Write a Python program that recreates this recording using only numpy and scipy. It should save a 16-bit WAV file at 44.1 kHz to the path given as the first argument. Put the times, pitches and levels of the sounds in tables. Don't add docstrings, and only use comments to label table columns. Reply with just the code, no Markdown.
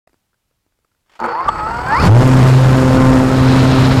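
import sys
import numpy as np
from scipy import signal
from scipy.fft import rfft, irfft, next_fast_len
from scipy.io import wavfile
from scipy.ndimage import uniform_filter1d, map_coordinates

SR = 44100
rng = np.random.default_rng(int(sys.argv[2]) if len(sys.argv) > 2 else 0)


def makeup_ratio(level_db):
    decades = np.asarray(level_db, float) / 20
    return 10 ** decades


def waveform_to_disk(signal):
    frames = np.transpose(np.atleast_2d(signal))
    scaled = np.clip(frames, -1, 1) * 32767
    samples = np.round(scaled).astype(np.int16)
    wavfile.write(sys.argv[1], SR, samples)


N = 176400

# time_s, blade_pass_hz
BLADE_RATE = [(1.19, 10), (1.34, 24.3), (1.38, 27.8), (1.42, 29.7), (1.47, 31.8), (1.495, 36),
              (1.625, 35.2), (1.74, 38.9), (1.86, 42), (1.9, 44.7), (1.94, 50), (1.98, 61.5), (2.005, 70.5),
              (2.06, 89), (2.1, 103), (2.15, 118), (2.215, 129.5), (3.25, 130), (4.0, 131.6)]
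# time_s, throb_db, second_order_db, higher_orders_db, slipstream_db
THRUST_LEVELS = [(1.2, -70, 1, 1, -40.5), (1.42, -68, -5, -5, -46.5), (1.47, -35, 5.5, 0.5, -35.5),
                 (1.85, -40, -15, -15, -27.5), (1.97, -32, -1, -10, -24.5), (2.02, -14, -9, -16, -15.5),
                 (2.07, -27.5, 22.5, 6, -7), (2.095, 0.5, -11, -0.5, -20.5), (2.205, -1, -2.5, -2.5, -11.5),
                 (2.23, -15, 0.5, 4, -13), (2.26, -5, -1.5, -2, -12.5), (2.45, -7, -1.5, 1.5, -12),
                 (2.65, -6.5, -6, -6.5, -14), (2.85, -11, 2.5, 1.5, -14), (3.1, -6, 1, 3.5, -13),
                 (3.3, -18, 6, 3, -15.5), (3.5, -9, -0.5, -2.5, -13), (3.75, -10.5, 2, 0, -13.5),
                 (4.0, -15, 2, -8.5, -14)]
# order, level_db
BLADE_ORDERS = [(1, 0), (2, -3), (3, -10), (4, -9), (5, -13), (6, -15), (7, -26)]
# freq_hz, density_db_per_hz
SLIPSTREAM_SPECTRUM = [(15, -56), (25, -11), (119, -1.5), (198, -8), (259, -7.5), (313, -10.5), (1660, -24),
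                       (7280, -40.5), (15500, -47.5)]
# time_s, level_db
CANOPY_WHISTLE = [(2.1, -64), (2.5, -30.5), (3.2, -49), (3.35, -32), (3.45, -26.5), (3.6, -26),
                  (4.0, -27.5)]
# time_s, level_db
WHINE_LEVEL = [(1.24, -50), (1.31, -29), (1.36, -22), (1.41, -23), (1.45, -33), (1.55, -29), (1.62, -25),
               (1.72, -22), (1.82, -26), (1.88, -20), (1.94, -13), (1.98, -18), (2.012, -21), (2.035, -60)]
# slot_rate_multiple, level_db, lean_db_per_blade_hz
SLOT_ORDERS = [(3, -1, .15), (4, -2.5, -.6), (5, -18, -1.3), (6, 1, -.2), (7, -16, -1.5), (8, -22, -.3),
               (9, -19, 0), (12, -17, .2)]
# freq_hz, gain_db
MOUNT_RESPONSE = [(450, -30), (900, 0), (1340, -2), (1470, -15), (1580, -4), (1950, -3), (3100, -11),
                  (4200, -30)]
# time_s, level_db
RATTLE_LEVEL = [(1.192, -29.5), (1.24, -22.5), (1.3, -19.5), (1.37, -27.5), (1.45, -24.5), (1.62, -28),
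                (1.84, -25), (1.94, -20), (2.0, -17.5), (2.07, -17.5), (2.12, -30), (2.3, -25)]
# freq_hz, width_hz, gain_db
BODY_MODES = [(314, 110, -9.5), (500, 74, -1), (880, 145, 3), (1328, 193, 1), (1490, 21, 4),
              (1610, 500, -11.5), (2600, 1900, -22.5), (4453, 54, -13), (7500, 5600, -84)]
# start_s, ring_db, ring_t60_s, crack_db
ROTOR_JOLTS = [(1.193, -22, 0.022, -49), (1.2008, -15.5, 0.028, -42), (1.214, -13.5, 0.022, -54),
               (1.225, -9, 0.024, -55), (1.232, -14, 0.027, -55), (1.24, -8.5, 0.025, -40),
               (1.246, -5.5, 0.013, -43), (1.253, -8, 0.025, -46), (1.261, -13, 0.018, -42),
               (1.283, -10, 0.02, -55), (1.489, 0, 0.028, -28), (2.053, -34, .03, -30),
               (2.068, -33, 0.035, -33)]
# start_s, level_db, pitch_hz
DRIVE_SPARKS = [(1.1435, -58, 9000), (1.2015, -27, 2900), (1.201, -48, 9050), (1.233, -46, 7500),
                (1.241, -34, 7500), (1.2455, -34, 8360), (1.2525, -38, 7500), (1.255, -47, 8500),
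                (1.26, -34, 8140), (1.279, -48, 9500), (1.293, -49, 8000), (1.381, -43, 10500),
                (1.4065, -43, 10500), (1.433, -49, 14000), (1.455, -52, 14500), (1.472, -46, 9500),
                (1.485, -22, 2060), (1.489, -24, 3100), (1.49, -32, 11200), (1.542, -50, 14500),
                (1.886, -25, 5750), (1.946, -25, 6000), (1.965, -29, 6400), (2.0505, -30, 9100),
                (2.066, -33, 10000)]
# pitch_hz, on_s, off_s
CONTROLLER_TONES = [(7790, 1.469, 1.99), (4474, 1.205, 2.07), (4420, 1.27, 2.07), (9240, 1.5, 2.0),
                    (15300, 1.3, 1.9), (10000, 1.55, 1.78), (12037, 1.8, 1.96), (15600, 1.195, 1.3),
                    (336, 1.28, 1.72), (349, 1.21, 1.28), (234, 1.21, 1.28), (478, 1.27, 1.33),
                    (65, 1.6, 1.86)]
CONTROLLER_LEVELS = [-53, -61, -51, -68, -67, -76, -61, -66, -39.5, -28, -28.5, -23.5, -32.5]
# freq_hz, density_db_per_hz
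WINDING_SPECTRUM = [(2500, -21), (4800, 10), (6200, -12), (7800, -29), (9200, -8), (10800, -33),
                    (12000, -17), (15000, -24)]
# start_s, level_db
SERVO_STEPS = [
    (1.061, -64),
    (1.08, -67),
    (1.095, -53),
    (1.117, -52.5),
    (1.135, -51),
    (1.153, -46),
    (1.167, -62),
    (1.186, -72),
]
# start_s, peak_db, pitch_hz
CREAKS = [(0.074, -37, 685), (0.094, -47, 323), (0.131, -46, 325), (0.142, -47.5, 301), (0.331, -56, 1380),
          (0.342, -52, 1560), (0.511, -54, 474), (0.664, -52, 315), (0.722, -56.5, 627), (0.788, -52, 474),
          (0.847, -49.5, 1290), (0.916, -54, 1390), (0.948, -57, 1450)]
# freq_hz, density_db_per_hz
HUSH_SPECTRUM = [(12, -36), (20, -9), (53, -11), (90, -11), (415, -24), (1260, -27.5), (15500, -35.5)]
# freq_hz, gain_db
PORT_RESPONSE = [(3000, -1.5), (4100, -1.5), (5400, 1.5), (5900, -2), (7000, 2), (10300, -3), (12000, -4.5),
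                 (14500, -7.5), (15700, -14)]

SLOTS_PER_BLADE_PASS = 6
FIZZ_HZ = 7160


def unit(x):
    return x / np.sqrt(np.mean(x ** 2) + 1e-20)


def along(points, hz):
    f, v = np.transpose(points)
    return np.interp(np.log(hz + 1), np.log(f + 1), v)


def curves(rows, left=None):
    s, *cols = np.transpose(rows)
    return [np.interp(np.arange(N) / SR, s, c, left=left) for c in cols]


def wobble(rate):
    knots = rng.standard_normal(int(N * 400 / SR))
    return map_coordinates(knots, [np.arange(N) * min(rate, 390) / SR])


def filtered(x, response):
    m = next_fast_len(N + SR // 2)
    return irfft(rfft(x, m) * response(np.fft.rfftfreq(m, 1 / SR)), m)[..., :N]


def turns():
    return 2 * np.pi * np.cumsum(curves(BLADE_RATE)[0]) / SR


def stack(orders, phase, shake_db, drift, rate):
    total = 0
    for k, db in orders:
        level = makeup_ratio(db + shake_db * wobble(rate))
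        total = total + level * np.cos(round(k) * phase + drift * wobble(rate))
    return np.sqrt(2) * total


def wake_puffs(phase):
    return makeup_ratio(2.4 * np.sin(phase + 1.1) + .4 * wobble(9) + .9 * wobble(70) + 1.5 * wobble(300))


def slipstream(phase):
    low = lambda f: 1 / (1 + (f / FIZZ_HZ) ** 4)
    spectrum = lambda f: makeup_ratio(along(SLIPSTREAM_SPECTRUM, f))
    roar = filtered(wake_puffs(phase) * rng.standard_normal(N), lambda f: spectrum(f) * np.sqrt(low(f)))
    fizz = filtered(wake_puffs(phase) * rng.standard_normal(N), lambda f: spectrum(f) * np.sqrt(1 - low(f)))
    return unit(roar + fizz)


def canopy_edge():
    def shear(f):
        broad = np.exp(-((f - 2150) / 3000) ** 2)
        flute = np.exp(-((f - 4000) / 290) ** 2)
        return broad + 0.65 * flute
    air = makeup_ratio(2.0 * wobble(35)) * rng.standard_normal(N)
    return makeup_ratio(curves(CANOPY_WHISTLE, left=-120)[0]) * unit(filtered(air, shear))


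def propeller():
    throb_db, second_db, higher_db, stream_db = curves(THRUST_LEVELS, left=-120)
    phase = turns()
    orders = [(k, db + [0, second_db, higher_db][min(k, 3) - 1]) for k, db in BLADE_ORDERS]
    throb = makeup_ratio(throb_db) * stack(orders, phase + .04 * wobble(30), shake_db=1.2, drift=.1, rate=9)
    return throb + makeup_ratio(stream_db) * slipstream(phase) + canopy_edge()


def body(f):
    total = 0
    for k, (centre, width, db) in enumerate(BODY_MODES):
        mode = 1j * f * width / (centre * centre - f * f + 1j * f * width)
        total = total + (-1) ** k * makeup_ratio(db) * mode
    return total


def motor():
    whine_db = curves(WHINE_LEVEL, left=-120)[0]
    rattle_db = curves(RATTLE_LEVEL, left=-120)[0]
    over_hz = np.clip(curves(BLADE_RATE)[0] - 38, -6, 8)
    orders = [(k, db + lean * over_hz) for k, db, lean in SLOT_ORDERS]
    slot_phase = SLOTS_PER_BLADE_PASS * turns()
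    whine = makeup_ratio(whine_db) * stack(orders, slot_phase, shake_db=2, drift=.18, rate=40)
    spikes = rng.standard_normal(N) * makeup_ratio(2.9 * wobble(120) + 0.26 * wobble(21.1))
    mounted = filtered(whine, lambda f: makeup_ratio(along(MOUNT_RESPONSE, f)))
    return mounted + makeup_ratio(rattle_db) * unit(filtered(spikes, body))


def jolts():
    x, t = np.zeros(N + SR), np.arange(SR // 8) / SR
    tones = np.sin(2 * np.pi * 900 * t) + .5 * np.sin(2 * np.pi * 1250 * t)
    for s, db, t60, crack_db in ROTOR_JOLTS:
        ring = makeup_ratio(db - 60 * t / t60) * (1 - np.exp(-t / 0.00043)) * tones
        crack_shape = (1 - np.exp(-t / .0007)) * makeup_ratio(-60 * t / .014)
        crack = crack_shape * uniform_filter1d(rng.standard_normal(len(t)), size=3)
        x[round(s * SR):][:len(t)] += ring + makeup_ratio(crack_db) * crack
    shudder_s, shudder_wide_s, shudder_hz, shudder_db = 1.487, .006, 1175, -5
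    u = np.arange(N) / SR - shudder_s
    shudder = np.exp(-.5 * (u / shudder_wide_s) ** 2) * np.sin(2 * np.pi * shudder_hz * u)
    return x[:N] + makeup_ratio(shudder_db) * shudder


def sparks():
    x, t = np.zeros(N + SR), np.arange(SR // 40) / SR
    t60_s = 0.011
    for s, db, hz in DRIVE_SPARKS:
        noise = unit(uniform_filter1d(rng.standard_normal(len(t)), size=6))
        band = noise * np.sin(2 * np.pi * hz * t)
        x[round(s * SR):][:len(t)] += makeup_ratio(db - 60 * t / t60_s) * (1 - np.exp(-t / .0003)) * band
    return x[:N]


def switching():
    t = np.arange(N) / SR
    load_db = 0.49 * np.clip(curves(BLADE_RATE)[0] - 40, 0, 40)
    total = np.zeros(N)
    for db, (hz, on_s, off_s) in zip(CONTROLLER_LEVELS, CONTROLLER_TONES):
        gate = np.clip(np.minimum(t - on_s, off_s - t) / .006, 0, 1)
        level = makeup_ratio(db + load_db * (hz < FIZZ_HZ) + 0.94 * wobble(45))
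        total += level * gate * np.sin(2 * np.pi * hz * t + 0.14 * wobble(30))
    return total


def windings():
    t = np.arange(N) / SR
    over_hz = np.clip(curves(BLADE_RATE)[0] - 38, -12, 30)
    grains = rng.standard_normal(N) * makeup_ratio(4.5 * wobble(200) + 2 * wobble(40))
    _, on_s, off_s = CONTROLLER_TONES[1]
    on = (t > on_s) & (t < off_s)
    hiss = unit(filtered(grains, lambda f: makeup_ratio(along([(1500, -60)] + WINDING_SPECTRUM, f))))
    return on * makeup_ratio(-49.5 + 0.6253 * over_hz) * hiss


def servo():
    t = np.arange(N) / SR
    t60_s, ring_hz = .12, 3200
    steps = np.zeros(N)
    for s, db in SERVO_STEPS:
        steps += makeup_ratio(db - 60 * np.abs(t - s) / t60_s) * np.clip((t - s) / 0.00098, 0, 1)
    steps *= t < ROTOR_JOLTS[0][0]
    gear = lambda f: f / (1 + (f / 1500) ** 2.84) + 250 * np.exp(-((f - ring_hz) / 300) ** 2)
    return steps * unit(filtered(rng.standard_normal(N), gear))


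def ticks():
    x, t = np.zeros(N + SR), np.arange(SR // 20) / SR
    for s, db, hz in CREAKS:
        knock = 2.5 * uniform_filter1d(rng.standard_normal(len(t)), size=14)
        ring = np.sin(2 * np.pi * hz * t) + knock
        x[round(s * SR):][:len(t)] += makeup_ratio(db - 60 * t / 0.015) * (1 - np.exp(-t / 0.00075)) * ring
    return x[:N]


def hush():
    air = filtered(rng.standard_normal(N), lambda f: makeup_ratio(along(HUSH_SPECTRUM, f)))
    return makeup_ratio(-68.5 + 1.5 * wobble(6.3)) * unit(air)


def scene():
    drive = motor() + jolts() + sparks() + switching() + windings()
    return (drive + propeller() + servo() + ticks())[None]


def soft_clip(v):
    ceiling, knee = .72, 8
    return v / (1 + np.abs(v / ceiling) ** knee) ** (1 / knee)


def roll_off(x):
    return signal.sosfilt(signal.butter(12, 15610, fs=SR, output="sos"), x)


def record(dry):
    def port(f):
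        coupling = 1j * f / (3 + 1j * f)
        return makeup_ratio(along([(1500, 0)] + PORT_RESPONSE, f)) * coupling
    x = filtered(soft_clip(dry), port)
    opened = np.arange(N) / SR > .071
    mix = soft_clip(1.06 * x + hush()) * opened
    return roll_off(mix)


dry = scene()
out = record(dry)
waveform_to_disk(out)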